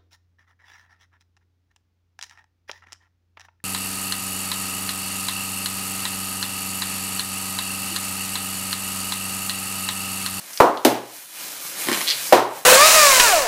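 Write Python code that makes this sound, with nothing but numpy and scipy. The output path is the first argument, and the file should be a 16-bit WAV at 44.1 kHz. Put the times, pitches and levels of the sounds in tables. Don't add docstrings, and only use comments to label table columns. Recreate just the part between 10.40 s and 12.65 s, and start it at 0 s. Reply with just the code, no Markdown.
import sys
import numpy as np
from scipy import signal
from scipy.fft import rfft, irfft
from scipy.io import wavfile
from scipy.ndimage import uniform_filter1d

SR = 44100
rng = np.random.default_rng(int(sys.argv[2]) if len(sys.argv) > 2 else 0)


def inscribe(sig):
    pcm = np.round(np.clip(np.atleast_2d(sig).T, -1, 1) * 32767)
    wavfile.write(sys.argv[1], SR, pcm.astype(np.int16))


def linear_from_db(decibels):
    return 10 ** (np.asarray(decibels, float) / 20)


N = 99225

BANDS_HZ = 60 * 2 ** np.arange(0, 8.5, .5)


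def along(table, hz, col):
    table = np.array(table)
    return np.interp(np.log(hz), np.log(table[:, 0]), table[:, col])


def band(x, hz):
    f = np.maximum(np.arange(len(x) // 2 + 1) * SR / len(x), 1)
    octaves_off = np.clip(np.log2(f / hz), -.5, .5)
    return irfft(rfft(x) * np.cos(np.pi * octaves_off) ** 2, len(x))


def add(out, s, x):
    i = int(s * SR)
    out[i:i + len(x)] += x[:N - i]


def highpass(x, order, hz):
    return signal.sosfilt(signal.butter(order, hz, "high", fs=SR, output="sos"), x)


def walk(rate):
    hold = int(SR / rate)
    steps = np.repeat(rng.standard_normal(N // hold + 1), hold)
    return 1.3 * uniform_filter1d(uniform_filter1d(steps, hold), hold)[:N]


def rustle():
    # (time [s], rustle level [dB], dullness [dB per octave])
    handling = [(0, -43.5, 0.5), (.17, -39, -1), (.3, -51, 4.5), (.63, -51.5, 1.5), (0.748, -41, -0.5),
                (.88, -43.5, -0.4), (1.028, -34, -0.05), (1.19, -37.5, 0.3), (1.258, -33, -1),
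                (1.34, -38, 1), (1.419, -29.5, -0.5), (1.52, -32, 2), (1.64, -30.5, -0.5), (1.76, -34, 0),
                (1.879, -29, -1), (2.07, -53.5, 9), (2.18, -39, 0.5), (2.25, -45.5, 0.5)]
    # (frequency [Hz], level [dB per Hz])
    film_colour = [(60, -62), (120, -5.5), (320, -1), (800, 0.5), (2100, 2.5), (6000, 2.5), (12000, 3.5),
                   (15500, 0.5)]
    folds_per_s, spread_db, flicker_db, rustle_db = 12000, 2.5, 1.1, 1.5
    t, hands = np.arange(N) / SR, np.array(handling)
    level = np.interp(t, hands[:, 0], hands[:, 1])
    dull = np.clip(np.interp(t, hands[:, 0], hands[:, 2]), -1.5, 1)

    shared_flicker = walk(13.8)
    chance = rng.random((3, N))
    snaps = chance[0] < folds_per_s / SR
    polarity = np.sign(chance[1] - .5)
    strength = linear_from_db(-spread_db * np.log(np.maximum(chance[2], 1 / 150)))
    folds = snaps * polarity * strength
    folds = folds / folds.std()

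    out = 0
    for hz in BANDS_HZ:
        db = along(film_colour, hz, 1) + level + dull * np.log2(9000 / hz)
        db = db + flicker_db * (shared_flicker + walk(11.97))
        out = out + linear_from_db(db) * band(folds, hz)
    return out * linear_from_db(rustle_db)


def room(x, wet_db=0, direct=1):
    # (frequency [Hz], 60 dB decay time [s], tail level [dB])
    decay = [(78.7, .4, -4), (212, 0.38, -5.5), (524, 0.43, -11.5), (1000, 0.52, -11), (1740, 0.49, -9.5),
             (3600, 0.41, -11), (9440, 0.31, -15.5)]
    build_ms, early_db, early_ms = 0.75, 10, 8.4
    t = np.arange(SR) / SR
    noise = rng.standard_normal(len(t)) * np.sqrt(1000 / SR)
    tail = 0
    for hz in BANDS_HZ:
        fade_db = along(decay, hz, 2) - 60 * t / along(decay, hz, 1)
        tail = tail + linear_from_db(fade_db) * band(noise, hz)
    build = 1 - np.exp(-t * 1000 / build_ms)
    early = linear_from_db(early_db * np.exp(-t * 1000 / early_ms))
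    response = tail * build * early * linear_from_db(wet_db)
    response[0] += direct
    return signal.fftconvolve(x, response)[:max(len(x), len(t))]


def ring(hz, q):
    t = np.arange(SR // 20) / SR
    y = np.sin(2 * np.pi * hz * t) * np.exp(-np.pi * hz * t / q)
    return y / y.max()


def creak_slips():
    # (time [s], peak level [dB], pitch [Hz])
    creak_events = [(0.325, -40, 760), (1.47, -11, 1340), (1.4861, -4, 1920), (1.4944, -8.5, 920),
                    (1.4981, -16, 860), (1.5154, -4, 1940), (1.524, -12, 2650), (1.529, -3.5, 3300),
                    (1.536, -6, 3220), (1.5383, -16, 3500), (1.5458, -6, 2040), (1.5496, -10.5, 1470),
                    (1.56, -33, 2500), (1.574, -10, 1330), (1.583, -36, 2200), (1.594, -36, 1220),
                    (1.608, -9.5, 2060), (1.614, -8.5, 2970), (1.624, -17, 1480), (1.64, -28.5, 2500),
                    (.105, -27, 1100)]
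    creak_db, edge_db, body_db = -6.5, -2, -9
    squeeze_from_s, squeeze_to_s = 1.46, 1.525
    out, t = np.zeros(N), np.arange(SR // 20) / SR
    soft = signal.butter(2, 8000, fs=SR, output="sos")
    for s, db, hz in creak_events:
        edge = signal.sosfilt(soft, rng.standard_normal(len(t))) * np.exp(-t / 0.0014)
        slip = ring(hz, 1.8) + linear_from_db(edge_db) * edge
        if squeeze_from_s < s < squeeze_to_s:
            slip = slip - linear_from_db(body_db) * ring(320, 2.5)
        add(out, s, linear_from_db(db + creak_db) * slip)
    return out


def stretch_ticks():
    # (time [s], peak level [dB], pitch [Hz])
    tick_events = [(0.1328, -23, 6000), (0.1745, -15, 5110), (0.373, -22, 3840), (1.6712, -15, 3800),
                   (1.6768, -9, 3800), (1.6829, -8, 3900), (1.6892, -8, 4300), (1.6955, -17, 3840),
                   (1.702, -6, 4500), (1.7065, -16, 5150), (1.7091, -6, 4500), (1.7158, -11, 3700),
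                   (1.7195, -13, 3300), (1.7284, -20, 4500)]
    tick_db = 2.5
    out = np.zeros(N)
    for s, db, hz in tick_events:
        add(out, s, -linear_from_db(db + tick_db) * ring(hz, 3.8))
    return highpass(out, 2, 2300)


def slips():
    creak_room_db, tick_room_db = -6, -4
    table_ms, table_db = .97, 0
    creaks, ticks = creak_slips(), stretch_ticks()
    out = room(creaks, creak_room_db) + room(ticks, tick_room_db)
    out = out + linear_from_db(table_db) * np.roll(creaks + ticks, int(table_ms * SR / 1000))
    return highpass(out, 2, 199)


def air_bursts():
    # (time [s], level [dB], lowest frequency [Hz], highest frequency [Hz])
    bursts = [
        (0.2022, 2, 315, 1097),
        (0.4512, -4.5, 259.5, 860),
        (1.9244, 2.5, 336, 1000),
    ]
    out = np.zeros(N)
    click = 1. * (np.arange(SR // 20) == 0)
    for s, db, lo_hz, hi_hz in bursts:
        push = signal.sosfilt(signal.butter(3, [lo_hz, hi_hz], "band", fs=SR, output="sos"), click)
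        add(out, s, linear_from_db(db) * room(push / push.max()))
    return out


def seam_tears():
    # (time [s], level [dB], fade [ms], tilt [dB per octave])
    tears = [
        (0.2021, -12, 3.1, -2),
        (0.449, -9, 4.9, -0.5),
        (1.9254, -3.5, 1.2, -2.5),
    ]
    low_hz, snap_db, tear_room_db = 1100, 3.5, 22.5
    out, t = np.zeros(N), np.arange(SR // 20) / SR
    click = 1. * (np.arange(SR + len(t)) == 0)
    for s, db, fade_ms, tilt_db in tears:
        crack = rng.standard_normal(len(t)) * np.exp(-t * 1000 / fade_ms)
        crack[:4] = linear_from_db(snap_db)
        whole = np.pad(crack, (0, SR)) + room(click, tear_room_db, direct=0)
        bright = 0
        for hz in BANDS_HZ[BANDS_HZ > low_hz]:
            bright = bright + linear_from_db(tilt_db * np.log2(hz / low_hz)) * band(whole, hz)
        add(out, s, linear_from_db(db) * bright)
    return out


def boom():
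    # (time [s], level [dB])
    jolts = [
        (0.202, -33.5),
        (0.45, -26),
        (1.001, -51),
        (1.149, -59),
        (1.479, -52),
        (1.731, -43.5),
        (1.928, -27.5),
    ]
    mode_hz, t60_s, rise_ms = 122, .5, 15
    out, t = np.zeros(N), np.arange(SR) / SR
    swell = (1 - np.exp(-t * 1000 / rise_ms)) ** 2 * np.sin(2 * np.pi * mode_hz * t)
    for s, db in jolts:
        add(out, s, linear_from_db(db - 60 * t / t60_s) * swell)
    return out


def scene():
    rustle_room_db, hiss_db = -14.5, -56
    film = room(rustle(), rustle_room_db) + slips() + air_bursts() + seam_tears()
    hiss = linear_from_db(hiss_db) * rng.standard_normal(N)
    return (film + boom() + hiss)[None]


def roll_off(x):
    return signal.sosfilt(signal.butter(12, 16440, fs=SR, output="sos"), x)


def record(dry):
    clip_top, clip_knee = .97, 5
    x = highpass(dry, 3, 135)
    x = x / (1 + np.abs(x / clip_top) ** clip_knee) ** (1 / clip_knee)
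    x = signal.sosfiltfilt(signal.ellip(8, .1, 40, 15250, fs=SR, output="sos"), x)
    return roll_off(x)


dry = scene()
out = record(dry)
inscribe(out)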